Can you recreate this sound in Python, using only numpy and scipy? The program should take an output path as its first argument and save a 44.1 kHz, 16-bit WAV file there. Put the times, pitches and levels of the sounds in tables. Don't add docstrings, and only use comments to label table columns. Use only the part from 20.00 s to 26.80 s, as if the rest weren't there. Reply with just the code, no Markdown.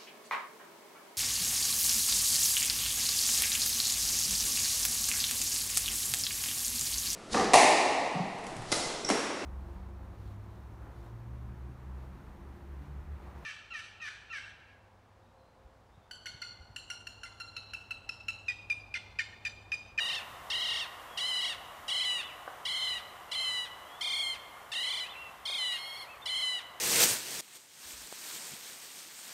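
import sys
import numpy as np
from scipy import signal
from scipy.fft import rfft, irfft, next_fast_len
from scipy.io import wavfile
from scipy.ndimage import uniform_filter1d, map_coordinates

SR = 44100
rng = np.random.default_rng(int(sys.argv[2]) if len(sys.argv) > 2 else 0)


def file_out(sig):
    cols = np.atleast_2d(sig).T
    lim = np.clip(cols, -1, 1)
    pcm = np.round(lim * 32767).astype(np.int16)
    wavfile.write(sys.argv[1], SR, pcm)


N = 299880

# start t/s, end t/s, level/dB, swell/dB, second harmonic/dB, treble/dB,
# resting strain (0-1), closing sag/Hz, flick period/s, rattle duration/s,
# resting pitch f/Hz at each of the four stages, flick height/Hz at each of the last three
CRY_SCORE = [ (-.15, .2, -34.5, 0.56, -10.5, -19, .19, 80, .0305, .33, 930, 945, 934, 915, 60, 45, 170),
             (.499, .85, -34.2, .7, -10.5, -20, .17, 85, .030, .32, 910, 962, 942, 925, 95, 115, 190),
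             (1.171, 1.54, -34, 1, -11, -16.5, .2, 150, .0358, .33, 935, 1018, 980, 964, 45, 25, 150),
             (1.878, 2.222, -34, 2.5, -12, -16.5, .08, 150, .0335, .18, 950, 998, 994, 962, 105, 135, 20),
             (2.65, 2.99, -35.3, 1.3, -9.5, -17.5, .09, 45, .0268, .31, 965, 1012, 1005, 965, 70, 55, 50),
             (3.313, 3.66, -35.5, 1.36, -9.5, -16.5, .08, 45, .0315, .17, 985, 1022, 998, 983, 49.5, 25, 20.5),
             (4.007, 4.35, -35.5, 2.1, -8, -16.5, .07, 40, .0305, .23, 1048, 1058, 1072, 1050, 165, 85, 20),
             (4.716, 5.06, -37, 2.6, -9, -16, .08, 45, .0312, .29, 875, 972, 1022, 1002, 65, 150, 180),
             (5.452, 5.775, -35.5, 1.5, -9.5, -16.5, .04, 45, .0315, .14, 1047, 1078, 982, 958, 170, 90, -0.5),
             (6.255, 6.602, -35.5, 2.4, -10.5, -16.5, .08, 105, .0332, .18, 992, 1018, 1013, 987, 55, 95, 14.5)]
# f/Hz, gain/dB
SIDE_ON_RESPONSE = [(2000, -.3), (3000, .6), (4100, -1.8), (5400, 0), (9000, .5), (11500, -2)]

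def lapwing(turn_s=2.4):
    side_on = sum(cry(row) for row in CRY_SCORE if row[0] < turn_s)
    facing = sum(cry(row) for row in CRY_SCORE if row[0] >= turn_s)
    return coloured(side_on, SIDE_ON_RESPONSE) + facing


STAGE_TIMES = [0, .1, .195, .295]

def cry(row, force=1, onset_s=.005, bite_s=.015, relax_s=.03, sag_s=.019, fade_s=.034):
    start, end, db, swell_db, low_db, treble_db, rest_strain, sag_hz, period, lasts, *shape = row
    pitches, heights = shape[:len(STAGE_TIMES)], shape[len(STAGE_TIMES):]
    out, t = np.zeros(N), span(start, end)
    age, left = t - start, t[-1] - t
    rise_hz = rattle(age, period, lasts, heights, force)
    swing_hz = rise_hz - uniform_filter1d(rise_hz, round(2 * period * SR))
    pitch_hz = np.interp(age, STAGE_TIMES, pitches) - sag_hz * np.exp(-left / sag_s) + rise_hz
    spent = np.exp(-left / fade_s)
    level_db = db + swell_db * np.sin(np.pi * age / (end - start)) - 6.5 * np.exp(-age / onset_s)
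    level_db -= 7.5 * force * spent + .006 * swing_hz
    low_db += 3 * spent
    rattle_hz = np.interp(age, STAGE_TIMES[1:], heights) * np.exp(-np.maximum(age - lasts, 0) / relax_s)
    effort = rest_strain + .0011 * rattle_hz
    strain = np.maximum(effort + .6 * force * np.exp(-age / bite_s) + .0012 * swing_hz, 0)
    treble_db -= 10 * (effort - effort.mean())
    jitter = .0035 + .017 * strain + .000035 * rise_hz
    add(out, t, amp(level_db) * voice(t, pitch_hz, low_db, treble_db, strain, jitter))
    t, scratch = closing_scratch(t[-1], pitch_hz[-1])
    add(out, t, amp(db - 10.5) * scratch)
    return out


# f/Hz, gain/dB
THROAT_RESPONSE = [(1600, 3), (2050, 0.5), (2500, -1.5), (3000, 1), (3500, -0.5), (4100, -3.5),
                   (4750, -17.5), (5400, -28.5), (6200, -22), (7000, -23), (8000, -25.5), (9300, -21.5),
                   (11000, -35.5), (14500, -43.5)]
SHRILL_HZ, SHRILL_WIDTH_HZ, SHRILL_DB_PER_STRAIN = 5340, 680, 39.2

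def voice(t, pitch_hz, low_db, treble_db, strain, jitter, waver=.0035, flutter_db=1.35, grit=.17):
    size = len(t)
    unevenness = jitter * wobble(650, size) + waver * wobble(70.3, size)
    phase = 2 * np.pi * np.cumsum(pitch_hz * (1 + unevenness)) / SR
    shrill_db = SHRILL_DB_PER_STRAIN * np.minimum(strain, .55)
    partials = []
    for k in range(2, 15):
        hz = k * pitch_hz
        resonance = np.exp(-((hz - SHRILL_HZ) / SHRILL_WIDTH_HZ) ** 2)
        throat_db = along(THROAT_RESPONSE, hz) + shrill_db * resonance
        sidebands = wobble(500, size) * np.cos(k * phase) + wobble(500, size) * np.sin(k * phase)
        gain = amp(throat_db + flutter_db * wobble(68, size))
        harmonic = np.sin(k * phase + rng.uniform(0, 2 * np.pi))
        partials.append(gain * (harmonic + grit * k * strain * sidebands))
    low, body, treble = partials[0], sum(partials[1:5]), sum(partials[5:])
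    shimmer = 1 + .083 * strain * wobble(600, size)
    gate = np.clip((t - t[0]) / .004, 0, 1) * np.clip((t[-1] - t) / .012, 0, 1)
    return gate * shimmer * (amp(low_db) * unit(low) + unit(body) + amp(treble_db) * unit(treble))


# t/s from its start, height/Hz at full force
OPENING_FLICKS = [(.002, 120), (.028, 185)]

def rattle(age, period, lasts, heights, force, scatter_s=.001, uneven=.14, hiccup_hz=16):
    opening_s, opening_hz = np.transpose(OPENING_FLICKS)
    train_s = opening_s[-1] + period * np.arange(1, 13)
    slip, size, stretch = rng.standard_normal((len(train_s), 3)).T
    train_hz = np.interp(train_s, STAGE_TIMES[1:], heights) * np.exp(uneven * size)
    train_hz = np.where(train_s < lasts, train_hz, hiccup_hz * np.abs(size))
    flick_s = np.r_[opening_s, train_s + scatter_s * slip]
    flick_hz = np.r_[force * opening_hz, train_hz]
    length_s = (.02 + .00004 * flick_hz) * np.r_[.5, 1, np.exp(uneven * stretch)]
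    pulses = np.cos(np.pi * np.clip((age[:, None] - flick_s) / length_s, -.5, .5)) ** 2
    return pulses @ flick_hz


def closing_scratch(end, pitch_hz, fall=.25):
    t = span(end - .012, end + .027)
    progress = np.linspace(0, 1, len(t))
    rasp = voice(t, pitch_hz * (1 - fall * progress), low_db=-7.5, treble_db=-11, strain=.35,
                 jitter=.05, waver=.00413, flutter_db=1.25, grit=.73)
    return t, amp(-7 * progress) * rasp


ANSWER_CRY = (5.715, 6.046, -43.3, .5, -8, -16, .17, 25, .039, .32, 1038, 1075, 1075, 1068, 5, 25.5, 75)
# f/Hz, gain/dB
FACING_AWAY_RESPONSE = [(2100, 1.5), (3200, -5.5), (4300, 2.5), (5500, 2), (7200, -8), (9000, -3),
                        (11000, 9.5), (13000, 7)]

def second_lapwing():
    return coloured(cry(ANSWER_CRY, force=.2), FACING_AWAY_RESPONSE)


# t/s into the phrase, duration/s, first, middle and last f/Hz, gain/dB
MOTIF_NOTES = [(0, 0.051, 2280, 2530, 2850, 0.5), (.054, .055, 2980, 3620, 2960, -2),
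               (.104, .034, 2900, 2550, 2150, -3)]
# t/s, level/dB, number of notes sung
MOTIF_PHRASES = [(-.084, -49, 3), (.096, -48, 3), (1.99, -50, 3), (2.177, -47.5, 3), (2.912, -54, 1),
                 (4.835, -55, 1), (5.033, -48, 3), (5.71, -53, 1)]
# t/s, duration/s, first, middle and last f/Hz, level/dB
SINGLE_WHISTLES = [ (.62, .15, 3730, 3530, 3470, -51), (1.089, .13, 3280, 3280, 3000, -56),
                   (2.054, .3, 2680, 2670, 2670, -52), (2.752, .16, 3810, 3560, 3360, -50),
                   (3.283, .24, 2850, 2690, 2620, -53), (3.845, .16, 3150, 3290, 3600, -58.5),
                   (5.13, 0.179, 2642, 2740, 2640, -47), (5.567, 0.15, 3650, 3520, 3380, -50),
                   (6.067, .098, 2210, 2650, 2220, -52.5), (6.216, 0.029, 3470, 3600, 3450, -51.5)]

def songbird(waver=.0084):
    out = np.zeros(N)
    sung = [(start + after, *note, db + note_db)
            for start, db, count in MOTIF_PHRASES for after, *note, note_db in MOTIF_NOTES[:round(count)]]
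    for start, length, *pitches, db in sung + SINGLE_WHISTLES:
        if start < 0:
            continue
        t = span(start, start + length)
        progress = np.linspace(0, 1, len(t))
        glide_hz = np.polyval(np.polyfit([0, .5, 1], pitches, 2), progress)
        hz = glide_hz * (1 + waver * wobble(204, len(t)))
        swell = np.sqrt(2 * np.abs(np.sin(np.pi * progress))) * amp(db + 1.1 * wobble(54, len(t)))
        add(out, t, swell * np.sin(2 * np.pi * np.cumsum(hz) / SR))
    return out


# t/s, level/dB
IMPACTS = [(2.4774, -25), (2.4814, -30), (5.498, -32.5)]
# f/Hz, relative level/dB, decay time T60/s
STRUCK_MODES = [(615, -23, 0.027), (760, -4.5, 0.014), (1133, -8, 0.033), (1526, -10, 0.024),
                (2900, -20, 0.01)]

def knocks(band_hz=(380, 2200)):
    out = np.zeros(N)
    for start, db in IMPACTS:
        t = span(start, start + .1)
        age = t - t[0]
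        for hz, mode_db, t60 in STRUCK_MODES:
            add(out, t, amp(db + mode_db - 60 * age / t60) * np.sin(2 * np.pi * hz * age))
    return signal.sosfilt(signal.butter(2, band_hz, "bandpass", fs=SR, output="sos"), out)


def echo(x, decay_times, delay_s):
    hz, t, spectrum = signal.stft(rng.standard_normal(SR), SR, nperseg=256)
    decay = amp(-60 * t / along(decay_times, hz)[:, None])
    tail = signal.istft(spectrum * decay, SR, nperseg=256)[1]
    tail = np.pad(tail / np.linalg.norm(tail), (round(delay_s * SR), 0))
    return signal.fftconvolve(x, tail)[:N]


# f/Hz, decay time T60/s
TREE_DECAY = [(300, 0.25), (1000, 2.2), (3000, 0.89), (5000, 0.78), (10000, 0.19)]

def tree_line(x):
    return coloured(echo(x, TREE_DECAY, delay_s=.035), [(2000, 3), (4000, -2), (7000, 1.5), (12000, -1)])


# f/Hz, relative spectral level/dB
RUSH_SPECTRUM = [(25, -15), (100, -15), (175, -12), (250, -12.5), (440, -8), (680, -1), (900, -1),
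                 (1100, 3), (1540, -7), (1910, -7), (2500, -14), (2930, -10.5), (3830, -18), (4500, -22),
                 (15000, -24)]
RUMBLE_SPECTRUM = [(25, -12), (48, -2.5), (70, -0.5), (90, -2.5), (140, -7), (260, -18.5), (600, -71)]
# f/Hz, level/dB
HUM_LINES = [(70, -76.5), (141, -82), (716, -66), (1075, -68), (1432, -69)]

def background(rush_fall_db_per_s=.5, rumble_fall_db_per_s=1.36, whine_hz=12290, whine_db=-85):
    t = span(0, N / SR)
    rush_db = -48 - rush_fall_db_per_s * t
    rush = amp(rush_db + .32 * wobble(9.4, N)) * noise(RUSH_SPECTRUM)
    rumble = amp(-63 - rumble_fall_db_per_s * t + 1.7 * wobble(5.06, N)) * noise(RUMBLE_SPECTRUM)
    hum = np.zeros(N)
    for hz, db in HUM_LINES + [(whine_hz, whine_db)]:
        peak = np.sqrt(2) * amp(db + 2 * wobble(2.97, N))
        hum += peak * np.sin(2 * np.pi * hz * t + .9 * wobble(14, N))
    return rush + rumble + amp(rush_db - rush_db.mean()) * hum


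def amp(db):
    return 10 ** (np.asarray(db) / 20)


def unit(x):
    return x / np.sqrt(np.mean(x ** 2) + 1e-20)


def along(points, hz):
    frequencies, values = np.transpose(points)
    return np.interp(np.log(hz + 1), np.log(frequencies), values)


def span(start, end):
    return np.arange(max(round(start * SR), 0), min(round(end * SR), N)) / SR


def add(track, t, sound):
    track[round(t[0] * SR):][:len(t)] += sound


def wobble(rate, size):
    knots = rng.standard_normal(int(size * rate / SR) + 4)
    return map_coordinates(knots, [np.arange(size) * rate / SR])


def filtered(x, response):
    size = next_fast_len(N + SR // 4)
    return irfft(rfft(x, size) * response(np.fft.rfftfreq(size, 1 / SR)), size)[..., :N]


def coloured(x, points):
    return filtered(x, lambda hz: amp(along(points, hz)))


def noise(spectrum):
    return unit(coloured(rng.standard_normal(N), spectrum))


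def scene():
    birds = lapwing() + second_lapwing() + songbird()
    thuds = knocks()
    ground = echo(birds + amp(6) * thuds, [(1000, .22), (4000, .18), (10000, .13)], delay_s=.008)
    trees = tree_line(birds + thuds)
    mid = birds + thuds + amp(-14) * ground + amp(-17.5) * trees + background()
    side = amp(-82.5) * noise([(50, 4), (200, 2), (1000, -2.5), (3000, -8.5), (14000, -7.5)])
    return np.array([mid + side, mid - side])


def record(dry, bass_hz=38, top_hz=15080):
    return filtered(dry, lambda hz: (hz < top_hz) * hz ** 2 / np.hypot(hz ** 2, bass_hz ** 2))


dry = scene()
out = record(dry)
file_out(out)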